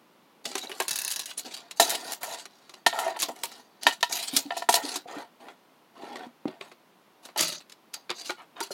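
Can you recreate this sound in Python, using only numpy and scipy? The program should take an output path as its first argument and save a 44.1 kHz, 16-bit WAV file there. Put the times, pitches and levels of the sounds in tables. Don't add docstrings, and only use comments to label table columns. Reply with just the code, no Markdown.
import sys
import numpy as np
from scipy import signal
from scipy.fft import rfft, irfft
from scipy.io import wavfile
from scipy.ndimage import uniform_filter1d

SR = 44100
rng = np.random.default_rng(int(sys.argv[2]) if len(sys.argv) > 2 else 0)


def store_wav(level_fs):
    pcm = np.round(np.clip(np.atleast_2d(level_fs), -1, 1) * 32767)
    wavfile.write(sys.argv[1], SR, pcm.T.astype(np.int16))


N = 384993
TIME_S, FREQ_HZ = np.arange(N) / SR, np.fft.rfftfreq(N, 1 / SR)
EVENT_N = SR // 4
AGE_S, EVENT_HZ = np.arange(EVENT_N) / SR, np.fft.rfftfreq(EVENT_N, 1 / SR)
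ATTACK_S = 0.015

# (time [s], ring [dB], hardness [dB], clash level [dB], brightness [dB], favoured [Hz])
BLADE_SNAPS = [(1.7975,-17,3.5,-11.5,0,680), (1.8161,-26,-9,-20,-4,680), (2.863,-16.5,4.5,-16,-10.5,1840),
               (2.9271,-33.5,5.5,-49,-27,694), (2.988,-28.5,5,-28.5,5,740), (3.162,-36.5,2.5,-44,-1,865),
               (3.288,-35,-12,-61,2,680), (3.8668,-14,8,-20.5,-10,1004), (3.886,-29.5,3.5,-37.5,15,960),
               (3.8966,-48,6,-49.5,-8,3130), (3.909,-35,13.5,-44.5,-19,2950), (3.9235,-41,2.5,-34,-8,1815),
               (4.028,-20,9,-21.5,-7.5,960), (4.506,-30,4.5,-55.5,-15,740), (4.519,-33,1,-57.5,-15,765),
               (4.5652,-32,-2,-30.5,0,720), (4.6204,-32,2.5,-42,-6,690), (4.688,-16.5,0,-18,1,830),
               (4.7386,-24.5,1,-15,0,694), (4.768,-31.5,3.5,-45.5,-1,863), (7.3597,-33.5,-3,-38,-17,852)]
# (time [s], level [dB], brightness [dB], case ring level [dB])
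EDGE_CLICKS = [(0.4538,-30,-10.5,-58), (0.515,-54,-15,-36), (0.5535,-29,-5,-20.5), (0.5795,-31,-6,-38),
               (0.6952,-41.5,9,-32), (0.7164,-34,-30,-35), (0.8012,-28,7,-18), (0.822,-34,6,-46),
               (1.113,-27,8,-61), (1.3139,-37.5,-26,-64), (1.3775,-34.5,8,-64), (1.387,-36,8,-62),
               (1.539,-36.5,-9,-58), (1.711,-36,-8,-45), (1.8957,-24,9,-59), (1.903,-23,5,-55),
               (2.1209,-28,7,-38), (2.2318,-30,16,-27.5), (2.4551,-38,-9,-42.5), (2.6942,-48,-7,-42.5),
               (2.7393,-44.5,-12,-44), (3.1905,-34.5,0,-60), (3.2003,-28,5,-62), (3.2207,-23,7,-51),
               (3.2274,-23,-3,-27), (3.363,-49.5,5,-45), (3.4353,-25,5.5,-27), (3.517,-43,-3,-42),
               (3.8323,-35,2,-48), (4.0082,-40,-6,-47), (4.123,-29,1,-52), (4.365,-17,1,-65),
               (4.725,-26,-1,-62), (4.754,-20,1,-34), (4.9575,-29.5,-1,-29), (5.4848,-64.5,-16,-35),
               (6.157,-44,-12.5,-31.5), (6.4548,-66,-33,-41), (6.479,-45.5,-28,-48), (6.6104,-38.5,-32,-32),
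               (6.7155,-52.5,-16,-43), (7.2516,-44.5,-1,-51.5), (7.2885,-56,-16,-40.5),
               (7.3766,-24.5,12,-41), (7.3848,-28.5,4,-65), (7.3975,-33,3,-53), (7.4056,-22,6,-36),
               (7.423,-26,5,-54), (7.481,-30.5,2,-43), (7.5222,-37,-3,-40), (7.605,-49.5,-15,-55),
               (7.6972,-46.5,-9,-51), (7.72,-47,-8,-52.5), (7.9392,-34,0,-42.5), (8.0957,-32,-29,-32),
               (8.1031,-27.5,-19,-24.5), (8.1125,-35.5,-20,-33.5), (8.2945,-41,-13,-20.5),
               (8.305,-31.5,-15,-29), (8.6042,-33.5,-1,-28.5), (8.628,-40.5,6,-39)]
# (time [s], level [dB])
REEL_TICKS = [(0.8811,-27), (0.9086,-27.5), (0.93,-34), (0.9577,-29), (0.9878,-26.5), (1.018,-33),
              (1.0488,-26), (1.0784,-28.5), (1.103,-33), (1.133,-39), (1.1606,-30), (1.193,-31.5),
              (1.2577,-35.5)]
# (time [s], level [dB], favoured [Hz])
SHORT_TONES = [(8.225,-61,4630), (8.6092,-33,940), (8.613,-47,4550), (8.626,-37.5,4600), (8.7067,-41.5,680),
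               (8.716,-41,4200)]
# (time [s], length [s], level [dB], pitch [Hz])
EDGE_CHIRPS = [(0.606,0.039,-42,3840), (0.671,0.0037,-36,3940), (1.374,0.015,-33,9460)]
# (time [s], level [dB], favoured [Hz], push [s])
BOARD_KNOCKS = [(0.4621,-42,490,0.00067), (0.552,-49,280,0.001), (1.7985,-28,451,0.0023),
                (2.8635,-33.5,415,.0004), (3.857,-38.5,285,0.0071), (4.331,-34,283,0.0037),
                (4.365,-37,273,0.0016), (4.4526,-38,276,0.0085), (4.69,-42.5,215,.0005),
                (4.835,-38,285,0.0083), (4.954,-45,285,0.0087), (5.056,-43.5,610,0.00094),
                (5.164,-38,277,0.0042), (6.036,-44.5,480,0.00095), (6.265,-47,250,0.00069),
                (6.455,-27,300,0.00016), (6.478,-38,362,0.00082), (8.7063,-39.5,560,0.00019)]
# (time [s], length [s], scrape [dB], flex [dB],
# rub [dB], swell over the stroke [dB], edge brightness [dB], squeak share [0-1])
TAPE_STROKES = [(0.44,0.16,-44.5,-76,-43,-3,-9,0.07), (0.623,0.019,-39.5,-35.5,-40,-1.5,-8,0),
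                (0.686,0.17,-54.5,-48,-52,7,0,0), (0.873,0.44,-64,-52.5,-60,-16,-32,0.1),
                (1.265,0.032,-48,-58,-62,15,-6,0), (1.367,0.029,-43.5,-50,-48.5,2.5,-15,0),
                (1.443,0.024,-41.5,-44.5,-37,-1,-8,0.12), (1.503,0.079,-44,-50,-55,0,-12,0.2),
                (1.578,0.15,-67,-56.5,-66.5,-2,-16,0.33), (1.755,0.028,-49.5,-58,-60,6.5,-2.5,0.4),
                (1.802,0.15,-34,-34,-38.5,3,-4,0.03), (1.984,0.14,-44,-41,-45.5,10.5,-1,0.32),
                (2.206,0.14,-45.5,-37,-54,2,0.5,0), (2.367,0.037,-44,-53,-68,7.5,-14,0.14),
                (2.49,0.23,-65.5,-65.5,-73,3,-11,0.1), (2.757,.015,-57.5,-49.5,-63.5,-2.5,-6.5,0.4),
                (2.923,0.17,-46.5,-28.5,-62,3.5,1,0.26), (3.132,0.029,-66,-43.5,-53,4,-7,0.4),
                (3.19,0.054,-38,-43,-47,5.5,-20,0.27), (3.282,0.023,-49,-32.5,-28,-22,4,0),
                (3.349,0.25,-56,-53.5,-53,2,-5,0), (3.637,0.16,-75,-68.5,-70,0.5,-8,0.5),
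                (3.81,0.028,-42,-50.5,-53,11,-25,0.2), (3.861,0.044,-53,-29,-41,-16,0,0.8),
                (4.089,0.028,-37.5,-38,-43,-3,-5,0.1), (4.12,0.059,-35,-43,-49,1,0,0.03),
                (4.185,0.021,-38.5,-43,-57.5,-4,-3,0.1), (4.22,0.02,-32,-43.5,-52,-7,0,0),
                (4.267,0.047,-39.5,-48,-50,-13,-7,0), (4.322,0.062,-37,-39,-46,7.5,-0.5,0),
                (4.431,0.17,-51.5,-53,-54,16,-13,0), (4.749,0.073,-52,-32,-64,-14,12,0),
                (4.819,0.031,-41,-55,-39.5,3,-8,0), (4.842,0.13,-39.5,-41,-45.5,-5,-12,0),
                (5.07,0.14,-53,-38,-47,3.5,-6.5,0.24), (5.392,0.12,-64.5,-49,-49.5,-1.5,0,0.2),
                (5.94,0.056,-66,-50.5,-46.5,6,-10,0.2), (6.008,0.24,-59.5,-42.5,-40,1,-6,0.2),
                (6.468,0.1,-70,-49,-47,-13,-2,0.35), (6.6,0.078,-62.5,-52,-56,3.5,-4,0),
                (7.225,0.042,-56.5,-53,-50.5,4.5,0,0.23), (7.371,0.18,-29.5,-58,-54,-17,-17,0.35),
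                (7.933,0.011,-38,-41.5,-60,-2,-13,0.64), (8.136,0.079,-46,-54,-57,11,-3,0.54),
                (8.244,0.044,-38,-54,-53,-1.5,-9,0.3), (8.365,0.049,-71,-47,-66,6,-2,0.1),
                (8.553,0.04,-67,-43,-60,7,2,0.5), (8.625,0.049,-47,-51,-70,-7,-10,0.2),
                (8.705,0.027,-41,-44,-58,-15,-2,0.2)]
SCRAPE_COL, FLEX_COL, RUB_COL, BRIGHT_COL, SQUEAK_COL = 2, 3, 4, 6, 7
# (time [s], freely ringing share [0-1])
BLADE_LIFT = [(0.5,0), (1.5,0.47), (1.8,0.9), (2.35,0.86), (2.95,0.83), (3.5,0.85), (4.0,0.96), (4.8,0.9),
              (5.1,0.57), (5.9,0.54), (8.7,0.34)]
# (time [s], level [dB])
SLIDE_ENVELOPE = [(7.357,-62), (7.365,-47), (7.41,-30), (7.45,-40), (7.52,-46.5), (7.58,-58), (7.62,-72)]

# (frequency [Hz], level [dB], t60 [s])
BLADE_MODES = [(290, -20, .07), (365, -18, .06), (425, -11, .06), (560, -17, .05), (686, 0, .07),
               (765, -6, .07), (865, -4.5, .07), (962, -1.5, .085), (1130, -16, .05), (1360, -6, .055),
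               (1410, -13, .05), (1820, -1, .045), (1980, -12, .05), (2300, -17, .04), (2480, -14, .045),
               (2650, -12, .04), (2950, -14, .055), (3135, -12, .05), (3480, -15, .045), (3745, -13, .055),
               (4200, -19, .04), (4430, -19, .045), (4750, -18, .04)]
TONE_MODES = [(396,8.5,0.13), (926,-2.5,0.071), (1400,11,0.032), (3170,-20,0.094), (4200,-1.5,0.1),
              (4750,9,0.035), (5840,4,0.064), (5670,-3,0.084), (6950,0,0.11)]
CASE_MODES = [(380, -0.5, 0.11), (506, -8.5, 0.068), (611, -6, 0.039), (750, -1, 0.035), (1013, -7.5, 0.13),
              (1140, -6.5, 0.032), (1370, -5, 0.077), (1580, -13.5, 0.046), (1600, -18, 0.0071),
              (2130, -5.5, 0.03), (2097, -6.5, 0.048), (2500, -9.5, 0.021)]
SPRING_MODES = [(1752,-4.5,0.054), (2650,-2,0.052), (3860,-1.5,0.11), (5000,-5,.06), (6650,-1,0.05),
                (6500,2.5,0.062), (9620,6,0.031), (9700,0,0.029), (10300,-3,.035), (12600,1,.03)]
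BOARD_MODES = [(117.5, -18.5, 0.043), (162, -11, 0.017), (225, -3, 0.13), (280.4, 0.5, 0.11),
               (391, -8.5, 0.13), (452, -10, .06), (550, 0, 0.07), (735, 5.5, 0.17), (930, -11, 0.026)]
# (frequency [Hz], width [Hz], level [dB])
EDGE_SQUEAK_PEAKS = [(3960, 57, -2.5), (4600, 360, -3), (4770, 290, -7.5), (5890, 84, -8), (6400, 200, -4)]
CASE_SLIDE_PEAKS = [(174,64,-3), (317,92,-3.5), (604,110,3), (904,29,-2), (1274,115,1.5), (2010,150,-1.5)]
# (frequency [Hz], density [dB])
STEEL_SPECTRUM = [(120,-38.5), (350,-33.5), (900,-18.5), (1600,-10), (2200,-8.5), (3000,-4.5), (4100,0.5),
                  (5400,-4), (6800,-2), (8200,-4.5), (11500,-6.5), (13500,-15), (16000,-15.5)]
DEADENED_BLADE_SPECTRUM = [(120,-43), (300,-8), (500,-4.5), (720,0.5), (950,-1), (1150,-1.5), (1400,-3.5),
                           (1850,-11.5), (2300,-9), (4000,-14), (7000,-46.5), (16000,-54)]
LOOSE_PARTS_SPECTRUM = [(120,-38.5), (210,-15.5), (340,-13.5), (700,-2.5), (1150,1.5), (1650,-7),
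                        (2150,-1.5), (2800,-8), (4000,-8.5), (7000,-27.5), (16000,-47.5)]
COIL_SPECTRUM = [(200,-10.5), (600,-10.5), (1000,0.5), (1300,-10), (1700,5), (2500,-7), (4000,4.5),
                 (6000,3), (10000,-18), (16000,-25)]
WOOD_RUB_SPECTRUM = [(30,-42.5), (85,-22.5), (130,-18), (200,-3.5), (300,15.5), (450,14), (700,0),
                     (1500,-33), (4000,-54)]
HUM_SPECTRUM = [(25,4), (70,-18), (110,-12.5), (170,-5), (230,-3), (330,-4), (500,-7), (1000,-6.5),
                (1700,-14.5), (3500,-17.5), (8000,-29), (11500,-27), (16000,-28)]
# (frequency [Hz], t60 [s])
ROOM_DECAY = [(200, 0.24), (600, 0.02), (1500, 0.14), (4000, 0.16), (10000, 0.023), (16000, 0.26)]


def snaps(steel, swell_s=0.0027, rise_s=0.003, surge_s=0.013, sing_t60_s=0.24, pick_width_hz=60):
    out = np.zeros(N)
    hz, mode_db, t60_s = np.transpose(BLADE_MODES)
    for time_s, ring_db, hard_db, clash_db, bright_db, favoured_hz in BLADE_SNAPS:
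        picked = np.exp(-((hz - favoured_hz) / pick_width_hz) ** 2)
        picked_db = mode_db + picked * (3.5 - 0.43 * mode_db)
        modes = np.c_[hz, picked_db, t60_s * (1 + 0.45 * picked)]
        body = ring(modes, tilt_db=hard_db - 2.5, scatter_db=1.2, detune=0.006)
        body += amp(-19) * ring(CASE_MODES, detune=0.011)
        body *= chatter(EVENT_N, depth_db=2)
        body *= 1 + 1.8 * np.exp(-AGE_S / surge_s)
        singing_modes = np.c_[hz, picked_db, np.full(len(hz), sing_t60_s)]
        body += amp(-23) * ring(singing_modes, tilt_db=hard_db - 7, detune=0.002)
        softness = 2 ** (-max(hard_db, -4) / 5)
        body *= 1 - np.exp(-AGE_S / (swell_s * softness))
        corner_hz = np.clip(330 * 2 ** (hard_db / 11), 100, 900)
        body = signal.sosfilt(signal.butter(2, corner_hz, "highpass", fs=SR, output="sos"), body)
        clash_t60_s = 0.077 * 2 ** (-hard_db / 20.5)
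        fizz = clash(steel, bright_db, clash_t60_s, crack=0.39, crack_s=0.022)
        fizz *= 1 - np.exp(-AGE_S / (rise_s * softness))
        add(out, time_s, struck(body, ring_db) + struck(fizz, clash_db - 5.5))
    return out


def clicks(steel, rise_s=0.00089, lead_in_s=0.0024, bounce_s=0.0024, spike_s=0.00059, hand_damp_s=0.06):
    out = np.zeros(N)
    pull_speed = np.sin(np.linspace(0, np.pi, len(REEL_TICKS)))
    reel = [(time_s, db, 2.5 + 10 * speed, db - 23) for (time_s, db), speed in zip(REEL_TICKS, pull_speed)]
    for time_s, db, bright_db, case_db in list(EDGE_CLICKS) + reel:
        t60_s = 0.062 * 2 ** (bright_db / 37)
        contact = 1 + 2.3 * np.exp(-AGE_S / spike_s)
        tick = struck(clash(steel, bright_db, t60_s, crack=0.32, crack_s=0.0013) * contact, db)
        bounces = rng.standard_normal(EVENT_N) * np.exp(-AGE_S / bounce_s)
        shell = ring(CASE_MODES, tilt_db=0.057 * bright_db, scatter_db=5, detune=0.073)
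        shell *= np.exp(-AGE_S / hand_damp_s)
        case = struck(signal.fftconvolve(bounces, shell)[:EVENT_N], case_db - 12)
        case += struck(clatter(), case_db - 6.5)
        add(out, time_s, (tick + case) * (1 - np.exp(-AGE_S / rise_s)))
        lead_in = struck(clash(steel, bright_db, t60_s), db - 17) * np.exp(-AGE_S / lead_in_s)
        add(out, time_s - EVENT_N / SR, lead_in[::-1])
    return out


def clash(steel, bright_db, t60_s, crack=0, crack_s=1):
    spot_db = ripple_db(points=170, depth_db=3.3)
    shade_db = bright_db * treble(EVENT_HZ, corner_hz=7500 * 2 ** (bright_db / 38))
    fizz = coloured(rng.standard_normal(EVENT_N), lookup(steel, EVENT_HZ) + spot_db + shade_db)
    fade = amp(-60 * AGE_S / max(t60_s, 0.01))
    return fizz * (fade * chatter(EVENT_N, depth_db=4.5) + crack * np.exp(-AGE_S / crack_s))


def steel_colour(step_hz=60, scatter_db=1.8):
    hz = np.arange(20, SR / 2, step_hz)
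    return np.c_[hz, lookup(STEEL_SPECTRUM, hz) + scatter_db * rng.standard_normal(len(hz))]


def clatter(rattle_s=0.014, knock_s=0.00042):
    spot_db = ripple_db(points=200, depth_db=4)
    rattle = coloured(rng.standard_normal(EVENT_N), lookup(LOOSE_PARTS_SPECTRUM, EVENT_HZ) + spot_db)
    return rattle * (np.exp(-AGE_S / rattle_s) + 8.7 * np.exp(-AGE_S / knock_s))


def coil(rasp_s=0.012, ping_s=0.02, slide_db=-43.5, release_s=0.03):
    gain, ringing = np.zeros((2, N))
    for time_s, db in REEL_TICKS:
        add(gain, time_s, amp(db - 9.5) * np.exp(-AGE_S / rasp_s))
        ping = ring(SPRING_MODES, scatter_db=1, detune=0.011) * np.exp(-AGE_S / ping_s)
        add(ringing, time_s, struck(ping, db - 8))
    start_s, end_s = REEL_TICKS[0][0], REEL_TICKS[-1][0]
    pull = np.interp(TIME_S, [start_s, start_s + ATTACK_S, end_s - release_s, end_s], [0, 1, 1, 0])
    gain += amp(slide_db) * pull
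    friction = slips(per_s=450, spread_db=5, smooth=0.33)
    spring = ring(SPRING_MODES, tilt_db=-3, scatter_db=0.5, detune=0.004)
    singing = unit_rms(excite(friction, spring))
    rasp = bending(coloured(friction, lookup(COIL_SPECTRUM, FREQ_HZ)))
    return ringing + gain * (rasp + amp(-5) * singing)


def scrape(steel, grain_s=0.0053):
    grain = rng.standard_normal(EVENT_N) * np.exp(-AGE_S / grain_s)
    power = excite(slips(per_s=700, spread_db=6, smooth=0.93) ** 2, grain ** 2)
    grit = np.sqrt(abs(power)) * rng.standard_normal(N) * chatter(N, depth_db=2)
    rasp = bending(coloured(grit, lookup(steel, FREQ_HZ)))
    squeak = unit_rms(filtered(rasp, resonances(EDGE_SQUEAK_PEAKS)))
    highs = filtered(rasp, treble(FREQ_HZ, corner_hz=7000))
    bite = amp(stroke_setting(BRIGHT_COL))
    rasp = (rasp + (bite - 1) * highs) / np.sqrt(0.73 + 0.078 * bite ** 2)
    share = np.clip(stroke_setting(SQUEAK_COL), 0, 1)
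    return amp(1.5) * stroke_gain(SCRAPE_COL) * ((1 - share) * rasp + share * squeak)


def catches(steel, per_s=110, voices=6):
    out = np.zeros(N)
    pressure = stroke_gain(SCRAPE_COL)
    for _ in range(voices):
        tick = clash(steel, bright_db=5, t60_s=0.034, crack=1.3, crack_s=0.00038)
        size = amp(4 * np.minimum(rng.exponential(1, N), 2))
        train = unit_rms((rng.random(N) < per_s / voices / SR) * size)
        out += excite(train * pressure, tick / np.linalg.norm(tick))
    return amp(-17) * out / np.sqrt(voices)


def flex(voices=5, drift_hz=2.6):
    ringing = np.zeros(N)
    free = np.clip(np.interp(TIME_S, *np.transpose(BLADE_LIFT)), 0, 1)
    effort = stroke_gain(FLEX_COL)
    for k in range(voices):
        body = ring(BLADE_MODES, tilt_db=-0.5, scatter_db=1.5, detune=0.018)
        share = unit_rms(np.maximum(np.cos(2 * np.pi * (drift_hz * TIME_S + k / voices)), 0) ** 2)
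        drive = slips(per_s=900, spread_db=4, smooth=0.5) * effort * np.sqrt(free) * share
        ringing += excite(drive, body / np.linalg.norm(body))
    ringing = filtered(ringing, amp(-6 * treble(FREQ_HZ, corner_hz=2400))) / np.sqrt(voices)
    creases = slips(per_s=260, spread_db=0.5, smooth=0.5)
    rustle = shifting(coloured(creases, lookup(DEADENED_BLADE_SPECTRUM, FREQ_HZ)))
    return amp(-3) * (ringing + effort * np.sqrt(1 - free) * rustle)


def chirps(waver=0.033):
    out = np.zeros(N)
    for time_s, length_s, db, hz in EDGE_CHIRPS:
        age_s = np.arange(0, length_s, 1 / SR)
        drift = unit_rms(uniform_filter1d(rng.standard_normal(EVENT_N), size=90))[:len(age_s)]
        tone = np.sin(2 * np.pi * np.cumsum(hz * (1 + waver * drift)) / SR)
        add(out, time_s, amp(db) * unit_rms(tone * np.sin(np.pi * age_s / length_s)))
    return out


def knocks(lowpass_hz=1100, detune=0.06):
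    out = np.zeros(N)
    hz, mode_db, t60_s = np.transpose(BOARD_MODES)[:, :, None]
    lowpass = signal.butter(3, lowpass_hz, fs=SR, output="sos")
    for time_s, db, favoured_hz, push_s in BOARD_KNOCKS:
        scatter_db, bend = rng.standard_normal((2, len(BOARD_MODES), 1))
        picked_db = mode_db + pick_db(hz, favoured_hz, focus_db=11, width_hz=45)
        level = amp(picked_db + scatter_db - 60 * AGE_S / t60_s)
        body = (level * np.cos(2 * np.pi * hz * (1 + detune * bend) * AGE_S)).sum(0)
        damp_s = 0.012 + 29 * push_s
        body *= (1 - np.exp(-AGE_S / push_s)) * np.exp(-AGE_S / damp_s)
        add(out, time_s, struck(signal.sosfilt(lowpass, body), db))
    return out


def case_slide():
    friction = slips(per_s=420, spread_db=6, smooth=0.62)
    level_db = np.interp(TIME_S, *np.transpose(SLIDE_ENVELOPE), left=-200, right=-200)
    return amp(level_db) * unit_rms(filtered(friction, resonances(CASE_SLIDE_PEAKS)))


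def rub(voices=4, drift_hz=1.6):
    drag = coloured(slips(per_s=120, spread_db=14, smooth=0.14), lookup(WOOD_RUB_SPECTRUM, FREQ_HZ))
    ringing = np.zeros(N)
    for k in range(voices):
        board = ring(BOARD_MODES, detune=0.07)
        share = np.maximum(np.cos(2 * np.pi * (drift_hz * TIME_S + k / voices)), 0)
        ringing += excite(slips(per_s=350, spread_db=10, smooth=0.6) * share, board)
    return stroke_gain(RUB_COL) * (0.31 * drag + 0.35 * unit_rms(ringing))


def short_tones(rise_s=0.00094):
    out = np.zeros(N)
    hz, mode_db, t60_s = np.transpose(TONE_MODES)
    for time_s, db, favoured_hz in SHORT_TONES:
        picked_db = mode_db + pick_db(hz, favoured_hz, focus_db=9, width_hz=150)
        tone = ring(np.c_[hz, picked_db, t60_s], scatter_db=1, detune=0.003)
        add(out, time_s, struck(tone * (1 - np.exp(-AGE_S / rise_s)), db))
    return out


def room(x, wet_db=-13, tail_n=SR // 2, gap_n=SR // 150):
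    taps = rng.standard_normal(tail_n) * (rng.random(tail_n) < 0.08) * (np.arange(tail_n) > gap_n)
    hz, age_s, bands = signal.stft(taps, SR, nperseg=256)
    decay = amp(-60 * age_s / lookup(ROOM_DECAY, hz)[:, None])
    tail = signal.istft(bands * decay, SR, nperseg=256)[1]
    return x + amp(wet_db) * excite(x, tail / np.linalg.norm(tail))


def room_hum(level_db=-60):
    return amp(level_db) * coloured(rng.standard_normal(N), lookup(HUM_SPECTRUM, FREQ_HZ))


def ring(modes, tilt_db=0, scatter_db=2, detune=0.01):
    hz, db, t60_s = np.transpose(modes)[:, :, None]
    size, bend, phase = rng.standard_normal((3, len(modes), 1))
    octaves = np.log2(np.maximum(hz / 850, 1))
    level = amp(db + tilt_db * octaves + scatter_db * size - 60 * AGE_S / t60_s)
    return (level * np.sin(2 * np.pi * (hz * (1 + detune * bend) * AGE_S + phase))).sum(0)


def pick_db(hz, favoured_hz, focus_db, width_hz):
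    near = np.exp(-((hz - favoured_hz) / width_hz) ** 2)
    return focus_db * (near - abs(np.log2(hz / favoured_hz)))


def ripple_db(points, depth_db):
    return depth_db * np.interp(EVENT_HZ, np.linspace(0, SR / 2, points), rng.standard_normal(points))


def slips(per_s, spread_db, smooth):
    caught = rng.random(N) < per_s / SR
    size = amp(spread_db * np.minimum(rng.exponential(1, N), 3.5))
    hiss = rng.standard_normal(N)
    train = unit_rms(caught * size * np.sign(hiss)) + smooth * hiss
    return train / np.sqrt(uniform_filter1d(train ** 2, size=1800) + 1e-9)


def chatter(samples, depth_db):
    return unit_rms(amp(depth_db * unit_rms(uniform_filter1d(rng.standard_normal(samples), size=220))))


def stroke_gain(column, release_s=0.023):
    gain = np.zeros(N)
    for row in TAPE_STROKES:
        time_s, length_s, swell_db = row[0], row[1], row[5]
        age_s = np.arange(round(length_s * SR) + EVENT_N) / SR
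        attack = np.minimum(age_s / ATTACK_S, 1)
        hold = amp(row[column] + swell_db * (np.minimum(age_s / length_s, 1) - 0.5))
        release = np.exp(-np.maximum(age_s - length_s, 0) / release_s)
        add(gain, time_s, attack * hold * release)
    return gain


def stroke_setting(column):
    rows = np.array(TAPE_STROKES)
    latest = np.maximum(np.searchsorted(rows[:, 0], TIME_S) - 1, 0)
    return uniform_filter1d(rows[latest, column], size=400)


def bending(x):
    bands = signal.stft(x, nperseg=512, noverlap=384)[2]
    gain_db = 3 * patches(bands.shape, bins=3, frames=24) + 2.4 * patches(bands.shape, bins=30, frames=14)
    return unit_rms(signal.istft(bands * amp(gain_db), nperseg=512, noverlap=384)[1][:N])


def shifting(x):
    bands = signal.stft(x, nperseg=1024, noverlap=768)[2]
    gain_db = 6 * patches(bands.shape, bins=3, frames=9)
    return unit_rms(signal.istft(bands * amp(gain_db), nperseg=1024, noverlap=768)[1][:N])


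def patches(shape, bins, frames):
    field = uniform_filter1d(rng.standard_normal(shape), size=bins, axis=0)
    return unit_rms(uniform_filter1d(field, size=frames, axis=1))


def resonances(peaks):
    return sum(amp(db) / (1 + (2 * (FREQ_HZ - hz) / width_hz) ** 2) for hz, width_hz, db in peaks)


def treble(hz, corner_hz):
    return hz ** 4 / (hz ** 4 + corner_hz ** 4)


def lookup(table, hz):
    table_hz, value = np.transpose(table)
    return np.interp(np.log(hz + 1), np.log(table_hz + 1), value)


def coloured(x, db):
    return unit_rms(filtered(x, amp(db)))


def struck(x, db):
    return amp(db) * x / np.sqrt(np.mean(x[:SR // 50] ** 2) + 1e-20)


def filtered(x, gain):
    return irfft(rfft(x) * gain, len(x))


def excite(drive, response):
    return signal.oaconvolve(drive, response)[:N]


def add(mix, time_s, sound):
    part = mix[round(time_s * SR):][:len(sound)]
    part += sound[:len(part)]


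def unit_rms(x):
    return x / np.sqrt(np.mean(x ** 2) + 1e-20)


def amp(db):
    return 10 ** (np.asarray(db) / 20)


def scene():
    steel = steel_colour()
    handling = snaps(steel) + clicks(steel) + coil() + case_slide() + short_tones() + chirps() + knocks()
    handling += scrape(steel) + catches(steel) + flex() + rub()
    hum = room_hum()
    return (room(handling) + hum)[None]


def record(dry, highpass_hz=130, lowpass_hz=16000):
    highpass = signal.butter(3, highpass_hz, "highpass", fs=SR, output="sos")
    lowpass = signal.firwin(401, lowpass_hz, window=("kaiser", 9), fs=SR)
    thin = signal.sosfilt(highpass, np.tanh(dry))
    return signal.oaconvolve(thin, lowpass[None], "same")


dry = scene()
out = record(dry)
store_wav(out)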